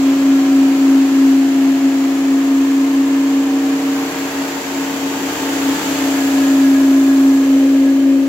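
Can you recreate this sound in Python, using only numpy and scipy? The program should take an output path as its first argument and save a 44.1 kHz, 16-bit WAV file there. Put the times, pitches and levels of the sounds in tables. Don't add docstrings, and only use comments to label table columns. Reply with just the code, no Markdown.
import sys
import numpy as np
from scipy import signal
from scipy.fft import rfft, irfft
from scipy.io import wavfile
from scipy.ndimage import uniform_filter1d

SR = 44100
rng = np.random.default_rng(int(sys.argv[2]) if len(sys.argv) > 2 else 0)


def log_audio(samples):
    frames = np.atleast_2d(samples).T
    limited = np.clip(frames, -1, 1)
    pcm = np.round(limited * 32767).astype(np.int16)
    wavfile.write(sys.argv[1], SR, pcm)


N = 365148
TIME = np.arange(N) / SR
DRONE_ORDER = 9
# (middle [s], length [s])
SKIM, TO_OUTLET, STOOP = (4.13, .3), (4.73, 2.7), (7.47, 0.49)

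# (frequency [Hz], coherence [0-1])
COHERENCE = [(25, .88), (60, .95), (130, .965), (290, .96), (450, .86), (640, .7), (1000, .45), (1500, .22),
             (3000, .02)]
# (frequency [Hz], left minus right [dB])
NOISE_PAN = [(380, 1.7), (750, 4.5), (1100, 1), (1900, 0), (2600, -3), (3900, -1), (5300, 0.8), (6300, 3.0),
             (7400, 11), (8700, 0.5), (10100, -11.5), (11200, -9), (13000, -7.5), (15200, 2)]
# (time [s], frequency [Hz])
DRONE_PITCH = [(0.0, 272.2), (0.25, 272.6), (1.25, 271.1), (2.1, 271.9), (2.5, 272.8), (3.2, 274.2),
               (4.2, 275.3), (5.8, 275.2), (6.2, 274.2), (6.6, 272.3), (7.3, 272.0), (8.28, 272.2)]
# (time [s], level [dB])
DRONE_LEVEL = [(0.0, -14), (0.25, -11.5), (1.25, -10), (1.65, -13), (2.1, -15), (2.5, -12), (3.2, -13.5),
               (3.98, -16.5), (4.12, -27), (4.7, -25.0), (5.8, -19.5), (6.2, -15.4), (6.6, -10.0),
               (7.3, -10.1), (8.13, -10.6), (8.28, -14)]
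# (time [s], left minus right [dB])
DRONE_PAN = [(0.0, 0.5), (1.47, 1.5), (3.89, 0.0), (5.3, 2.0), (7.43, 0.0), (7.96, 1.5), (8.28, 3.5)]
# (time [s], change [dB])
LURCHES = [(0.09, 2), (0.16, 0), (0.77, -2.5), (1.09, -3.5), (1.859, 6), (4.41, 5.5), (4.618, -5),
           (4.8, 6.5), (5.05, 3.5), (5.37, -11), (5.69, 4.5), (5.82, -16), (7.3, 1.5), (7.46, -2.5)]
# (order, relative level [dB])
FLANK_ORDERS = [(8, -57), (11, -16.5), (12, -28)]
# (order, level [dB])
RATTLE_ORDERS = [(2, -66), (4, -63), (5, -54), (7, -48), (10, -33), (13, -41.5), (14, -45.5), (16, -57),
                 (17, -49), (18, -46), (19, -43), (20, -43), (21, -49), (22, -51.5), (23, -46), (24, -52.5),
                 (25, -43.5), (26, -61), (27, -61), (30, -51.5), (32, -53.5), (34, -47), (35, -49),
                 (39, -58)]
# (frequency [Hz], level [dB])
HUM_TONES = [(65, -63.5), (109.5, -75), (131, -52.5), (161, -55.5), (373, -41.5), (433, -48)]
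# (frequency [Hz], relative density [dB])
ROAR_SPECTRUM = [(200, -34), (380, -7), (490, -6.5), (750, -3.5), (1050, -5), (1450, -8), (2100, -8),
                 (3000, -9.5), (3700, -13.5), (5400, -16), (7300, -12), (8300, -22.5), (9200, -29),
                 (11500, -22), (15700, -22)]
# (frequency [Hz], width [Hz], gain [dB])
ROAR_PEAKS = [(1300, 89, 2), (1678, 200, 3.5), (2470, 86, 1), (3010, 42, 0.5), (4510, 570, 2.5),
              (6100, 250, 2), (7160, 520, -2)]
# (time [s], relative level [dB])
HISS_LEVEL = [(0.0, -33.5), (1.33, -33.5), (1.38, -34.5), (3.57, -34.5), (4.17, -32), (5.19, -31.5),
              (5.33, -30), (5.9, -28), (6.39, -30), (6.83, -33), (7.7, -35.5), (8.19, -39), (8.28, -38.5)]
# (frequency [Hz], slope [dB per dB of hiss], at hopper [dB], at outlet [dB],
# behind operator [dB])
ROAR_BANDS = [(450, 0.9, -2, 0.5, -2), (940, 0.68, .5, 0, -4), (2530, 1.05, 1, -1, 1.9),
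              (6000, 1, 0, 0.8, -1.4), (12500, 0.9, 1.5, 2.5, -1.5)]
# (frequency [Hz], relative density [dB])
RUMBLE_SPECTRUM = [(20, -39), (45, -32), (62, -29), (85, -19), (130, -31), (200, -15), (245, -7),
                   (292, -10.5), (345, -2.5), (420, -14), (600, -51), (1200, -68)]
# (start [s], length [s], level [dB], frequency [Hz])
STEEL_RUBS = [(0.045, 0.44, -43, 1664), (5.1, .47, -39, 1612), (5.672, .22, -37, 1715),
              (5.9, .25, -41, 1786), (6.148, 1.12, -38.5, 1668), (7.277, 0.19, -42, 1675),
              (7.794, .14, -37.5, 1668)]
# (order, level at resonance [dB], slope [dB per dB of hiss])
WHINE_ORDERS = [(15, -33.5, 0), (18, -41, 0.5), (20, -51, 1.4), (29, -45.5, 1.66)]
FRAME_MODES = [458.5, 541.5, 610.5, 887.5]


def amp(db):
    return 10 ** (np.asarray(db) / 20)


def unit(x):
    return x / np.sqrt(np.mean(np.abs(x) ** 2) + 1e-20)


def along(table):
    times, *columns = np.transpose(table)
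    return np.array([np.interp(TIME, times, column) for column in columns])


def across(points, hz):
    knots_hz, values = np.transpose(points)
    return np.interp(np.log(hz + 1), np.log(knots_hz + 1), values)


def move(middle_s, length_s):
    return .5 + .5 * np.sin(np.pi * np.clip((TIME - middle_s) / length_s, -.5, .5))


def bump(middle_s, length_s):
    return np.exp(-((TIME - middle_s) / length_s) ** 2)


def swing(db):
    return db - db.mean()


def drift(rate_hz):
    size = 2048
    hz = np.fft.rfftfreq(size, 2 * N / SR / size)
    slow = irfft(rfft(rng.standard_normal(size)) * np.exp(-(hz / rate_hz) ** 2))
    return np.interp(TIME, np.linspace(0, 2 * N / SR, size), unit(slow))


def nearness():
    return swing(along(HISS_LEVEL)[0])


def roar_swing(hz):
    bands_hz, *columns = np.transpose(ROAR_BANDS)
    slope, skim_db, outlet_db, stoop_db = (np.interp(np.log(hz), np.log(bands_hz), c) for c in columns)
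    return swing(slope * nearness() + skim_db * bump(*SKIM)
                 + outlet_db * move(*TO_OUTLET) + stoop_db * move(*STOOP))


def casing_swing(low_db=12.0, lead_s=0.13):
    middle_s, length_s = STOOP
    low_down = move(middle_s - lead_s, length_s)
    return swing(.8 * nearness() + 0.14 * along(DRONE_LEVEL)[0] + low_db * low_down)


def noise(gain, port_lag_s=8e-5, comb_top_hz=1100):
    hz = np.fft.rfftfreq(N, 1 / SR)
    left, independent = rfft(rng.standard_normal((2, N)))
    coherence = across(COHERENCE, hz)
    right = coherence * left * np.exp(-2j * np.pi * hz * port_lag_s)
    right += np.sqrt(1 - coherence ** 2) * independent
    shaft_hz = along(DRONE_PITCH).mean() / DRONE_ORDER
    comb_db = 0.5 * np.cos(2 * np.pi * hz / shaft_hz) * np.exp(-(hz / comb_top_hz) ** 2)
    pan_db = np.outer([.5, -.5], across(NOISE_PAN, hz))
    return unit(irfft(np.array([left, right]) * gain(hz) * amp(comb_db + pan_db), N))


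def resonance(centre_hz, width_hz):
    return noise(lambda hz: 1 / (1 + (2 * (hz - centre_hz) / width_hz) ** 2))


def in_room(cycles, hz, scatter, drift_hz=1.0):
    shared, left, right = (drift(drift_hz) + 1j * drift(drift_hz) for _ in range(3))
    spread = np.sqrt(2 * (1 - across(COHERENCE, hz)))
    paths = 1 + scatter * (shared + spread * np.array([left, right]))
    return unit((paths * np.exp(2j * np.pi * (cycles + rng.random()))).real)


def rotor_drone(turns, steady_hz=268.7, crest_s=1.3, lurch_s=0.036, lag_s=5e-5):
    pitch_hz = along(DRONE_PITCH)[0]
    turns = turns - np.outer([0, lag_s], pitch_hz / DRONE_ORDER)
    cycles = DRONE_ORDER * turns
    flutter = .012 * drift(16)
    tone = np.sin(2 * np.pi * cycles + 2 * flutter)
    beat_hz = pitch_hz - steady_hz
    beats = np.cumsum(beat_hz) / SR
    beats -= np.interp(crest_s, TIME, beats)
    beat_depth = amp(-5 - 7 * move(*TO_OUTLET)) / np.maximum(beat_hz, 1)
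    tone += beat_depth * np.sin(2 * np.pi * (cycles - beats))
    for order, db in FLANK_ORDERS:
        flank_gain = amp(db - 4 + 1.3 * drift(6.6))
        tone += flank_gain * np.sin(2 * np.pi * (order * turns + rng.random()) + 0.81 * drift(2.0))
    stirred_air = amp(-28) * resonance(265, width_hz=45)
    wobble = amp(-34) * resonance(pitch_hz.mean(), width_hz=20)
    lurch_db = sum(db * bump(time_s, lurch_s) for time_s, db in LURCHES)
    pan_db = np.outer([.5, -.5], along(DRONE_PAN)[0])
    level = amp(along(DRONE_LEVEL)[0] + lurch_db + pan_db)
    return level * (np.sqrt(2) * (1 + flutter) * tone + stirred_air) + wobble


def shaft_rattle(turns, shaft_hz, casing_hz=545, casing_width_hz=46):
    near_db, boom_db = 0.8 * roar_swing(hz=950), casing_swing()
    tones = 0
    for order, db in RATTLE_ORDERS:
        hz = order * shaft_hz
        coupling = np.exp(-((hz - casing_hz) / casing_width_hz) ** 4)
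        directivity = min(hz / casing_hz, 1) ** 4
        level = amp(db + coupling * boom_db + (1 - coupling) * directivity * near_db)
        tones += level * in_room(order * turns, hz, scatter=0.56, drift_hz=.6)
    return tones


def motor_hum(hum_hz=100, frame_hz=170.9):
    hum_db = -55 + 7 * move(*TO_OUTLET) + 0.36 * nearness()
    hum = amp(hum_db) * in_room(hum_hz * TIME, hum_hz, scatter=0.035)
    shake = amp(-46 + 0.97 * nearness()) * in_room(frame_hz * TIME, frame_hz, scatter=0.35, drift_hz=3.0)
    tones = sum(amp(db) * in_room(hz * TIME, hz, scatter=0.43) for hz, db in HUM_TONES)
    return hum + shake + tones * amp(0.51 * roar_swing(hz=950))


def roar_colour(hz):
    peaks_db = sum(db / (1 + (2 * (hz - centre) / width) ** 2) for centre, width, db in ROAR_PEAKS)
    return amp(across(ROAR_SPECTRUM, hz) + peaks_db)


def grain_roar(turns, roar_db=-26.5, rumble_db=-35, throb=.06, ripple_db=1.84):
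    hz, frame_s, spectra = signal.stft(noise(roar_colour), SR, nperseg=2048)
    bands_hz = np.transpose(ROAR_BANDS)[0]
    shade_db = np.array([np.interp(frame_s, TIME, roar_swing(band)) for band in bands_hz])
    shade_db -= 10 * np.log10(np.mean(amp(shade_db) ** 2, axis=1, keepdims=True))
    shares = np.array([np.interp(np.log(hz + 1), np.log(bands_hz), row) for row in np.eye(len(bands_hz))])
    comb = unit(uniform_filter1d(rng.standard_normal((len(frame_s), len(hz))), size=40, axis=0)).T
    spectra *= amp(shares.T @ shade_db + ripple_db * comb)
    roar = signal.istft(spectra, SR, nperseg=2048)[1][:, :N]
    squeeze = unit(sum(np.cos(2 * np.pi * (order * turns + rng.random())) / np.sqrt(order)
                       for order in range(1, DRONE_ORDER + 1)))
    rumble = noise(lambda hz: amp(across(RUMBLE_SPECTRUM, hz)))
    rumble *= amp(rumble_db + 0.99 * roar_swing(hz=950))
    return amp(roar_db) * roar * (1 + throb * squeeze) + rumble


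def casing_boom():
    return amp(-45 + 1.5 * casing_swing()) * resonance(540, width_hz=190)


def steel_ring(rest_hz=1658, rest_db=-49, fade_s=0.0396):
    level, ring_hz = amp(rest_db), rest_hz
    for start, length, db, hz in STEEL_RUBS:
        contact = np.clip(np.minimum(TIME - start, start + length - TIME) / fade_s, 0, 1)
        level += contact * (amp(db) - level)
        ring_hz += contact * (hz - ring_hz)
    return level * in_room(np.cumsum(ring_hz) / SR, rest_hz, scatter=.6, drift_hz=24)


def frame_whine(turns, shaft_hz, sharpness=62):
    tones = 0
    for (order, db, slope), mode_hz in zip(WHINE_ORDERS, FRAME_MODES):
        detuning = order * shaft_hz / mode_hz - 1
        level = amp(db + slope * nearness()) / (1 + (2 * sharpness * detuning) ** 2)
        tones += level * in_room(order * turns, mode_hz, scatter=0.15)
    return tones


def scene():
    shaft_hz = along(DRONE_PITCH)[0] / DRONE_ORDER
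    turns = np.cumsum(shaft_hz) / SR
    return (rotor_drone(turns) + shaft_rattle(turns, shaft_hz.mean()) + motor_hum() + grain_roar(turns)
            + casing_boom() + steel_ring() + frame_whine(turns, shaft_hz))


def record(dry):
    low_pass = signal.firwin(1023, cutoff=15800, window=("kaiser", 9), fs=SR)
    return signal.oaconvolve(dry, low_pass[None], "same")


dry = scene()
out = record(dry)
log_audio(out)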